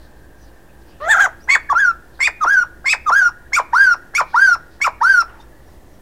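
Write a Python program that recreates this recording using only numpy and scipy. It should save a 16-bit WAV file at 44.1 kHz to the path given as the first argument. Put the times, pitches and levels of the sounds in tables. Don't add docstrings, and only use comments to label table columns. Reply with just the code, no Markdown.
import sys
import numpy as np
from scipy import signal
from scipy.fft import rfft, irfft, next_fast_len
from scipy.io import wavfile
from scipy.ndimage import uniform_filter1d, minimum_filter1d

SR = 44100
rng = np.random.default_rng(int(sys.argv[2]) if len(sys.argv) > 2 else 0)


def unload_wav(signal):
    wavfile.write(
        sys.argv[1],
        SR,
        np.round(np.clip(np.atleast_2d(signal).T, -1, 1) * 32767).astype(np.int16),
    )


def voltage_ratio(level):
    return 10 ** (np.asarray(level, float) / 20)


N = 265437


def thrush():
    throats = { "opening": [(1400, -3.5), (1950, 23), (2300, -8), (2900, -6.5), (3500, 8), (4300, -13.5),
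               (5100, -16.5), (5900, -12.5), (6900, 8), (7600, -4.5), (8700, -13), (9200, -36),
               (10300, -12.5), (12000, -17), (15800, -23)], "first yelp": [(2900, -28.5), (3250, -9),
               (3450, 12), (3950, -15), (4500, 6.5), (5000, -14.5), (6100, -8.5), (7000, 0), (8100, -4),
               (9250, -30), (10300, -18.5), (11500, -29), (13000, -29.5), (15800, -30)],
               "long, beak up": [(2900, -12), (3500, -2), (4000, -8), (4700, -4.5), (5150, -7.5), (5600, 7),
               (6200, -0.5), (7000, -6.5), (8000, -23.5), (8800, -16.5), (9500, -14), (11500, -16),
               (13000, -28.5), (15800, -26)], "beak up": [(2900, -27.5), (3250, -17), (3500, 9),
               (3950, -13.5), (4600, 5.5), (5200, 0.5), (5900, -6), (6600, -11.5), (7500, 1), (8200, -8.5),
               (8800, -15), (9500, -20), (11500, -21), (13000, -39), (15800, -40.5)],
               "beak level": [(2900, -26), (3300, -11.5), (3600, -3), (4000, -10), (4700, -2.5), (5400, 8),
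               (6000, -8.5), (6900, 2), (7500, -3), (8200, -14), (9500, -20), (11500, -11), (12500, -35.5),
               (14000, -29), (15800, -38.5)], "long": [(1500, 2.5), (2900, -12.5), (3500, -5), (4000, -7),
               (4700, 0.5), (5050, -8.5), (5450, 7.5), (5900, -3), (6600, -12.5), (8000, -18), (9500, -14),
               (11500, -21.5), (13000, -25.5), (15800, -29)]}
    hoarseness = {"opening": (-6.5, -14, 720, 0.7), "beak up": (-7.5, -12, 450, -0.15),
                  "beak level": (-12, -15, 599, 0.66), "long": (-12.5, -21, 511, 0),
                  "first yelp": (-9, -10, 496.5, 0), "long, beak up": (-14.5, -21.5, 513, 0.5)}
    unevenness = {"opening": (.5, .065), "beak up": (.42, .03), "beak level": (.36, .022),
                  "long": (.65, .08), "first yelp": (.5, .045), "long, beak up": (.65, .075)}

    climb = [
        (0, .84, -49, -8, -43),
        (.04, .88, -34.5, 0.5, -44),
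        (0.072, .93, -30, 2.5, -28.5),
        (0.287, 1.2, -21.5, -4, -23.5),
        (.346, 1.78, -15, 11, -17.5),
        (.41, 1.99, -13, 13, -13),
        (0.484, 1.68, -6.5, 22.5, -21.5),
        (.56, .98, -16.5, 15, -26),
    ]
    warble = [
        (.614, 1.73, -17.5, 3, -18),
        (.68, 1.01, -15, 17, -24.5),
        (.75, 1.7, -6, 17, -22.5),
        (.893, 1.47, -17, 11, -19.5),
        (.946, .99, -18, 12.5, -16.5),
        (1.001, 0.44, -27.5, 36, -38.5),
    ]
    catch = [
        (0, .5, -34.5, -2, -47),
        (0.037, .7, -42, 5.5, -38),
        (.075, .76, -30.5, 11.5, -21),
        (.125, .76, -29.5, 13.5, -18),
    ]
    first_yelp = [(0.157, .965, -20, 3.3, -27), (.3, 1.05, -7.5, 24, -22.5), (.4, 1.55, -15, 16, -13.5),
                  (0.499, 1.8, -16.5, 13.4, -9.5), (.766, 1.8, -16, 14, -14.5), (.872, .81, -8, 16.4, -8),
                  (1.001, .39, -26.5, 10, -18.5)]
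    yelp = [(.145, 1.1, -16, 7.3, -22), (.2, 1., -12.5, 20, -20), (0.279, 1.01, -12, 37, -22),
            (.49, 1.5, -18, 24, -5), (0.628, 1.88, -15, 27, -11), (.74, 1.95, -16, 21, -16),
            (.81, .97, -11, 18.2, -4.5), (0.881, .63, -23.5, 6.5, 1), (1.001, .33, -34, 14, -11)]
    second_yelp = [(.145, .99, -18.5, 8, -18), (0.279, 1.01, -11.5, 30, -20), (.45, 1.4, -17.5, 24, -7),
                   (.55, 1.85, -20, 25.4, -5), (.7, 1.98, -16, 25, -9), (.76, 1.9, -12, 22, -16),
                   (.81, .97, -10.5, 18.2, -4.5), (0.879, .63, -22.5, 5.5, -2), (1.001, .33, -33, 18, -11)]
    flip = [(0.139, .97, -14, 15, -10), (.27, 1.05, -16.5, 37, -11), (0.412, 1.3, -16, 18, -9),
            (0.451, 1.3, -17, 11.5, -17.5), (.47, 2.02, -16, -31, -18.5), (0.603, 1.6, -15.5, -24, -14.5),
            (.74, .92, -14, -13, -12), (.82, 0.49, -11.5, 12, -23.5), (1, 0.32, -43, 32, -23)]
    stumble = [
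        (0, 0.82, -51, 23, -44.5),
        (.12, .75, -27.5, 27, -36),
        (0.24, .76, -19.5, 25.5, -33.5),
        (.27, 1.99, -14.5, -50.5, -28.5),
        (.69, 1.01, -12, -42, -27.5),
        (.85, 0.752, -10, -15.5, -12),
        (1, 0.42, -68, 77, -48),
    ]
    dip = [
        (0, 1.99, -47, -29, -44),
        (.19, 1.5, -17.5, -34, -32.5),
        (.64, 1.01, -13.5, -61.5, -20.5),
        (.81, .88, -12, -24.5, -23),
        (1.001, 0.3855, -11.5, 17.5, -38.5),
    ]
    first_peak = [(0, .79, -39.5, -35, -43), (.048, .985, -15.5, -29, -36), (0.164, 1.17, -14, -46, -25.5),
                  (.3, 1.99, -13.5, -22.5, -24), (.46, 1.68, -13, -36, -34.5),
                  (.62, 1.28, -11.5, -50.5, -24.5), (.91, 1.01, -19.5, -32, -27),
                  (1, 0.66, -72.5, 2, -20.5)]
    peak_gesture = [(0, .8, -20, -52, -43.5), (0.053, .95, -14.5, -30, -30.5),
                    (.15, 1.25, -13.5, -44, -21.5), (.29, 1.99, -11, -29, -29.5),
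                    (0.419, 1.9, -12.5, -34.5, -26.5), (.55, 1.45, -11.5, -41.5, -30.5),
                    (.72, 1.22, -11, -44.5, -22), (0.899, 1.01, -18.5, -29.5, -18.5),
                    (1, .5, -46, -15, -21.5)]
    second_peak = [(0, .8, -23, -42, -40), (0.053, .95, -12.5, -34, -29), (.15, 1.25, -14.5, -42, -21),
                   (.26, 1.85, -12, -30, -27), (.36, 2.0, -11.5, -29, -25.5), (0.45, 1.75, -14, -33, -25),
                   (.55, 1.42, -12.5, -40, -29), (.72, 1.22, -11, -42, -24.5),
                   (0.899, 1.01, -18.5, -29, -17.5), (1, .5, -44.5, -13, -19)]
    scoop = [
        (0, .52, -44.5, 3.5, -26),
        (0.031, .55, -28.5, 10, -33.5),
        (0.054, .68, -13, -16, -34),
        (.09, .69, -11.5, -22, -34),
    ]
    arch = [
        (0.148, .967, -14, -43, -21.5),
        (0.267, 1.6, -11.5, -42, -24),
        (0.416, 1.99, -9.5, -36.5, -27),
        (0.524, 1.86, -12, -32, -21.5),
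        (0.654, 1.47, -10, -43.5, -25),
        (.8, 1.22, -10.5, -40, -24),
        (0.94, .99, -20, -25, -12),
        (1.021, 0.28, -37.5, 9, -27),
    ]

    # start t/s, length/s, resting f/Hz, crest f/Hz, strength level/dB
    opening_notes = [
        (0.999, .279, 630.6, 916, -0.5),
    ]
    first_yelps = [
        (1.474, 0.09483, 1045, 1138, 0.1),
    ]
    stumbles = [
        (1.686, .052, 1115, 1156, 0.091),
    ]
    first_peaks = [
        (1.744, 0.1865, 1347, 1715, 0.077),
    ]
    yelps = [
        (2.19, 0.10476, 1050, 1252, 0.094),
    ]
    dips = [
        (2.403, .052, 1193, 1400, -0.37),
        (3.057, .052, 1185, 1352, 0.44),
    ]
    peaks_sung = [
        (2.459, .19, 1405, 1655, -0.65),
    ]
    second_yelps = [
        (2.842, 0.1126, 1058, 1306, -0.17),
    ]
    second_peaks = [
        (3.112, 0.19, 1382, 1648, 1),
    ]
    flips = [
        (3.518, 0.1009, 1086, 1502, 0.015),
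        (4.137, 0.095, 1103, 1479, 0.13),
        (4.802, .094, 1105, 1393, -0.49),
    ]
    arches = [
        (3.722, 0.23, 1380, 1629, 0.11),
        (4.332, 0.23, 1368, 1616, 0.053),
        (5.003, 0.23, 1350, 1593, -0.57),
    ]

    song = (
        ("opening", climb + warble, opening_notes),
        ("first yelp", catch + first_yelp, first_yelps),
        ("long, beak up", stumble, stumbles),
        ("long, beak up", first_peak, first_peaks),
        ("beak up", catch + yelp, yelps),
        ("long, beak up", dip, dips),
        ("long, beak up", peak_gesture, peaks_sung),
        ("beak up", catch + second_yelp, second_yelps),
        ("long, beak up", second_peak, second_peaks),
        ("beak level", catch + flip, flips),
        ("long", scoop + arch, arches))
    out = np.zeros(N)
    for kind, gesture, notes in song:
        sink = 0.064 if kind == "opening" else 0
        for row in notes:
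            rows = note(gesture, *row)
            start, voice = stroke(rows, throats[kind], *hoarseness[kind], *unevenness[kind], sink)
            out[start:start + len(voice)] += voice
    return signal.sosfilt(signal.butter(3, 380, "high", fs=SR, output="sos"), out)


def note(gesture, start, length, rest_hz, crest_hz, strength_db):
    share, tension, level_db, tuning_db, edge_db = np.transpose(gesture)
    level_db = level_db + strength_db
    hz = np.interp(tension, [0, 1, 2.], [0, rest_hz, crest_hz])
    hz = hz + np.maximum(tension - 2, 0) * (crest_hz - rest_hz)
    first_db = level_db - np.maximum(tuning_db, 0)
    second_db = level_db + np.minimum(tuning_db, 0)
    return np.transpose([start + length * np.sort(share), hz, first_db, second_db, level_db + edge_db])


def stroke(rows, throat, rasp_db, blur_db, blur_hz, follow, scatter, jitter, sink):
    # t/s, length/s, level/dB
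    pushes = [(1.1, 0.067, 0), (1.53, 0.061, 3), (1.728, .012, -6), (2.25, .05, 0), (2.536, 0.011, 4),
              (2.6, 0.035, -6), (2.9, .07, 1.5), (3.135, 0.016, 5.5), (3.18, 0.041, 3), (3.3, 0.04, 3.5),
              (3.565, .03, 0), (3.895, .04, -6), (4.152, .014, 3.5), (4.49, 0.042, 0), (5.045, 0.023, 2),
              (5.185, .04, 3)]
    # t/s, length/s, level/dB, upper partial depth/0-1
    catches = [
        (1.869, 0.028, -51, 0),
        (2.543, 0.018, -37.5, 0.3),
        (2.592, 0.0303, -52, 0),
        (3.223, 0.014, -37, 0.86),
        (3.945, .03, -46, 0),
        (4.492, 0.013, -33.5, 0.3),
        (4.531, .025, -59.5, 0.1),
        (5.136, .025, -48, 0),
        (5.209, 0.021, -57.5, 0),
    ]
    # t/s, length/s, level/dB
    swells = [(1.117, .012, 2.5), (1.138, .01, -3), (1.246, .014, 4.5), (1.488, .008, -4), (1.53, .03, 2),
              (1.795, .01, -2.5), (1.897, .015, -1.5), (2.206, .008, -4), (2.512, .012, -2), (2.59, .02, 2),
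              (2.858, .008, -2.5), (3.28, .025, -3), (3.532, 0.00596, -2), (3.827, .03, 1.5),
              (3.925, .02, -2), (4.435, .025, 1.5), (4.529, .025, -2), (4.815, .006, -3.5),
              (4.838, .015, -2), (5.195, .018, -3), (5.215, .016, 3.5)]

    s, *columns = np.transpose(rows)
    t = np.arange(int(s[0] * SR), int(s[-1] * SR)) / SR
    hz, first_db, second_db, upper_db = (
        uniform_filter1d(np.interp(t, s, c), size=90, mode="nearest") for c in columns)
    upper_db = uniform_filter1d(upper_db, size=300, mode="nearest")
    upper_db = upper_db + sum(db * bump(t - at, length) for at, length, db in pushes)
    slack_db = .5 * np.minimum(np.gradient(np.log(hz)) * SR + 12, 0)

    hz = hz * (1 + 0.0042 * walk(98, len(t)))
    phase = 2 * np.pi * np.cumsum(hz) / SR
    low = voltage_ratio(first_db) * np.sin(phase) + voltage_ratio(second_db) * np.sin(2 * phase)
    spells = [(bump(t - at, length), db, depth) for at, length, db, depth in catches]
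    half_pitch = sum(voltage_ratio(db) * spell for spell, db, depth in spells) * np.sin(phase / 2)
    strong_weak = 1 + 2 * sum(depth * spell for spell, db, depth in spells) * np.sin(phase / 2)

    shaky = phase + jitter * walk(150, len(t))
    dull_db = 0.49 * np.minimum(upper_db + 42.5, 0)
    effort = voltage_ratio(upper_db)
    mean_hz = np.sum(hz * effort) / np.sum(effort)
    held_hz = hz * (mean_hz / hz) ** follow * (1 + sink * np.linspace(-.5, .5, len(t)))
    upper, power = 0, 0
    for k in range(3, 30):
        colour_db = shape(throat, k * (held_hz if k > 4 else hz))
        gain = voltage_ratio(colour_db + dull_db * np.log2(k * hz / 4000)) * (k * hz < 16000)
        share = scatter * min(k / 6, 1.5)
        swelling = voltage_ratio(0.3 * min(k, 9) * walk(25.7, len(t)))
        scattering = np.sqrt(1 - share ** 2) + share * walk(220, len(t))
        upper = upper + gain * swelling * scattering * np.sin(k * shaky + k * k)
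        power = power + gain ** 2 * (k * hz > 2900)
    upper = voltage_ratio(upper_db + slack_db) * strong_weak * upper / np.sqrt(power)

    breath = noise(lambda f: voltage_ratio(shape(throat, f)) * (f > 2400) * f ** 2 / (f ** 2 + 5500 ** 2), SR // 2)
    rasp = breath[:len(t)] * voltage_ratio(rasp_db + 2.0 * dull_db + 2.0 * walk(22, len(t)))
    ragged_db = 14.5 * np.exp((t[0] - t) / 0.007)
    blur = voltage_ratio(blur_db + ragged_db) * noise(peak(0, blur_hz), SR // 2)[:len(t)] * low

    voice = np.sqrt(2) * (low + half_pitch + blur + upper) + voltage_ratio(upper_db + 0.25 * slack_db) * rasp
    voice = voice * voltage_ratio(sum(db * bump(t - at, length) for at, length, db in swells))
    return int(s[0] * SR), voice * signal.windows.tukey(len(t), 130 / len(t))


def beak_breath():
    # t/s, length/s, centre f/Hz, glide/Hz per s, width/Hz, level/dB
    knots = [(1.215, 0.087, 6100, -1, 1400, -40), (1.04, 0.055, 3900, 0, 1400, -50.5),
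             (3.93, .03, 5500, -3000, 600, -36), (4.535, 0.026, 5450, -3000, 520, -34),
             (5.208, 0.02, 5450, -4000, 370, -26), (3.275, 0.039, 5600, -3000, 390, -36.5),
             (2.457, .016, 1000, 0, 630, -22.5), (3.11, .018, 1050, 0, 560, -21.5),
             (1.742, .016, 1000, 0, 700, -27), (2.54, .014, 5650, 0, 500, -33.5),
             (1.225, .045, 6650, 0, 400, -33), (1.115, .03, 7250, 0, 500, -33),
             (1.012, 0.018, 1100, 0, 1200, -38.5), (5.13, .025, 5500, 0, 700, -40.5)]
    return bands(knots)


def voice_cracks():
    # t/s, length/s, centre f/Hz, width/Hz, level/dB
    cracks = [
        (1.551, 0.007, 2418, 500, -21),
        (1.733, 0.0081, 1300, 301, -28),
        (2.265, 0.0091, 2648, 500, -23.5),
        (2.929, 0.005, 2490, 600, -18),
        (3.565, 0.0038, 2460, 400, -23.5),
        (4.181, 0.004, 2486, 401, -26),
        (4.845, 0.0046, 2510, 400, -19.5),
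    ]
    return bands([(s, length, hz, 0, width, db) for s, length, hz, width, db in cracks])


def far_birds():
    # t/s, length/s, centre f/Hz, width/Hz, level/dB
    rasps = [(0.032, 0.097, 4195, 1800, -59.5), (0.186, 0.15, 4233, 3000, -71),
             (0.701, 0.025, 2579, 300, -61), (0.821, .03, 4580, 3000, -64), (0.903, 0.054, 4800, 1500, -60),
             (0.934, 0.11, 2760, 720, -60), (2.163, 0.073, 4110, 1607, -60.5),
             (4.321, 0.12, 4180, 2028, -56.5), (4.741, 0.085, 4420, 2390, -62),
             (5.298, .03, 2842, 495, -60.5), (5.327, .2, 1109, 1250, -49),
             (5.385, 0.085, 895, 120.3, -48.5), (5.411, 0.026, 4576, 3480, -57),
             (5.412, 0.0285, 3640, 150.7, -57.5), (5.42, 0.046, 5440, 293, -66),
             (5.684, .05, 5670, 252, -68), (5.72, .12, 4905, 1810, -68), (5.946, 0.071, 5670, 598, -70)]
    # t/s, length/s, centre f/Hz, glide/Hz per s, width/Hz, level/dB
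    falling_rasp = (0.444, 0.13, 4800, -9000, 2200, -63)
    # t/s, length/s, centre f/Hz, glide/Hz per s, level/dB
    chirps = [
        (0.43, 0.048, 5900, -2000, -64),
        (1.411, 0.0169, 5015, 60000, -59.5),
        (1.438, 0.029, 5800, 8002.5, -53.5),
        (1.502, 0.012, 5535, -70000, -53.5),
    ]
    calls = [(s, length, hz, 0, width, db) for s, length, hz, width, db in rasps]
    calls += [falling_rasp]
    chirp_width_hz = 350
    calls += [(s, length, hz, glide, chirp_width_hz, db) for s, length, hz, glide, db in chirps]
    return bands(calls)


def shed():
    # delay t/s, level/dB, signed share
    echoes = [
        (.00438, -11.5, 0.43),
        (.00526, -14.5, 0.37),
        (.00892, -8.5, -0.39),
        (0.0101, -31.5, -0.13),
        (0.012, -16, 0.58),
        (.01746, -21, -0.21),
        (0.0226, -30, -1.3),
    ]
    # f/Hz, width/Hz, share
    standing = [
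        (1544, 39, -.7),
    ]
    # f/Hz, width/Hz, share
    rings = [
        (1370, 50, 0.27),
        (1498, 50, 0.29),
        (1765, 50, .3),
        (1850, 19, .3),
        (2525, 16, .9),
        (2550, 30, .3),
        (5520, 44, .3),
    ]
    t = np.arange(SR // 2) / SR
    room = np.zeros(len(t))
    room[0] = 1
    for delay, db, sign in echoes:
        room[int(delay * SR)] += sign * voltage_ratio(db)
    shed_t60_s, shed_db, yard_t60_s, yard_db = 0.11, -14, 0.49, -31.5
    near = noise(peak(0, 15000), len(t)) * np.exp(-np.log(1000) * t / shed_t60_s) * (t > .004)
    yard = noise(lambda f: peak(0, 9000)(f) * (1 + peak(2560, 450)(f)), len(t))
    yard = yard * np.exp(-np.log(1000) * t / yard_t60_s) * (t > .03)
    room += voltage_ratio(shed_db) * near / np.sqrt(np.sum(near ** 2))
    room += voltage_ratio(yard_db) * yard / np.sqrt(np.sum(yard ** 2))
    return room + signal.fftconvolve(room, modes(standing))[:len(room)] + modes(rings)


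def modes(table):
    t = np.arange(SR // 2) / SR
    out = 0
    for hz, width, share in table:
        decay = np.exp(-np.pi * width * t)
        out = out + share * 2 * np.pi * width / SR * decay * np.cos(2 * np.pi * hz * t)
    return out


def background():
    return yard_air() + motor_hum() + distant_whine()


def yard_air():
    # f/Hz, level/dB per Hz
    air_colour = [(12, -13), (25, -0.5), (40, -6.5), (70, -9), (141, -12), (354, -17.5), (500, -15.5),
                  (1020, -22.5), (1210, -26.5), (1950, -30.5), (2150, -34), (5000, -39), (15700, -41)]
    air, swell = 0, walk(0.97)
    for hz in 22 * 2. ** np.arange(10):
        band = noise(lambda f: voltage_ratio(shape(air_colour, f)) * (f >= hz / np.sqrt(2)) * (f < hz * np.sqrt(2)))
        band_db = shape(air_colour, hz) + 0.35 * swell + 0.46 * walk(8.5)
        air = air + band * voltage_ratio(band_db) * np.sqrt(hz)
    return level(air, -48)


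def motor_hum():
    # f/Hz, width/Hz, level/dB
    hums = [
        (59.6, 15, -53.5),
        (109, 31, -65.5),
        (329.9, 120, -56),
    ]
    hum = sum(voltage_ratio(db) * noise(peak(hz, width)) for hz, width, db in hums)
    tone_hz, tone_db = 58.4, -53.5
    return hum + voltage_ratio(tone_db) * np.sqrt(2) * np.sin(2 * np.pi * tone_hz * np.arange(N) / SR)


def distant_whine():
    # t/s, centre f/Hz, level/dB
    drift = [
        (0, 1775, -58),
        (1.001, 1786, -63.5),
        (2.101, 1765, -60.5),
        (3.401, 1850, -56.5),
        (5.402, 1876, -60.5),
        (6.02, 2007, -66.5),
    ]
    s, hz, db = np.transpose(drift)
    t = np.arange(N) / SR
    phase = 2 * np.pi * np.cumsum(np.interp(t, s, hz)) / SR
    pair = np.sin(phase) * noise(peak(0, 110)) + 1.2 * np.sin(.9 * phase) * noise(peak(0, 130))
    return pair * voltage_ratio(np.interp(t, s, db))


def bands(calls):
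    out, t = np.zeros(N), np.arange(N) / SR
    for s, length, hz, glide, width, db in calls:
        near = slice(max(int((s - length) * SR), 0), int((s + length) * SR))
        u = t[near] - s
        wobble = noise(peak(0, width), SR // 2)[:len(u)]
        tone = np.sin(2 * np.pi * (hz * u + glide * u ** 2 / 2)) * wobble
        out[near] += voltage_ratio(db) * np.sqrt(2) * tone * bump(u, length)
    return out


def bump(u, length):
    return np.exp(-(2 * u / length) ** 2)


def level(x, db):
    return x * voltage_ratio(db) / np.sqrt(np.mean(x ** 2))


def shape(points, hz):
    p = np.array(points, float)
    return np.interp(np.log(np.maximum(hz, 1)), np.log(p[:, 0]), p[:, 1])


def noise(gain, size=N):
    fft_size = next_fast_len(size)
    hz = np.arange(fft_size // 2 + 1) * SR / fft_size
    x = irfft(rfft(rng.standard_normal(fft_size)) * gain(hz), fft_size)[:size]
    return level(x, 0)


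def peak(centre_hz, width_hz):
    return lambda hz: 1 / (1 + ((hz - centre_hz) / (width_hz / 2)) ** 2)


def walk(rate, size=N):
    return noise(peak(0, 2 * rate), max(size, SR))[:size]


def scene():
    bird = thrush() + beak_breath() + voice_cracks()
    in_shed = signal.fftconvolve(bird + far_birds(), shed())[:N]
    return (in_shed + background())[None]


def roll_off(x):
    return signal.sosfilt(signal.butter(12, 15820, fs=SR, output="sos"), x)


def record(dry):
    soft = np.tanh(0.65 * dry) / 0.59
    ceiling, offset = .9, .0045
    room_left = np.minimum(ceiling / (np.abs(soft) + 1e-9), 1)
    gain = uniform_filter1d(minimum_filter1d(room_left, size=441), size=221)
    return roll_off(soft * gain + offset)


dry = scene()
out = record(dry)
unload_wav(out)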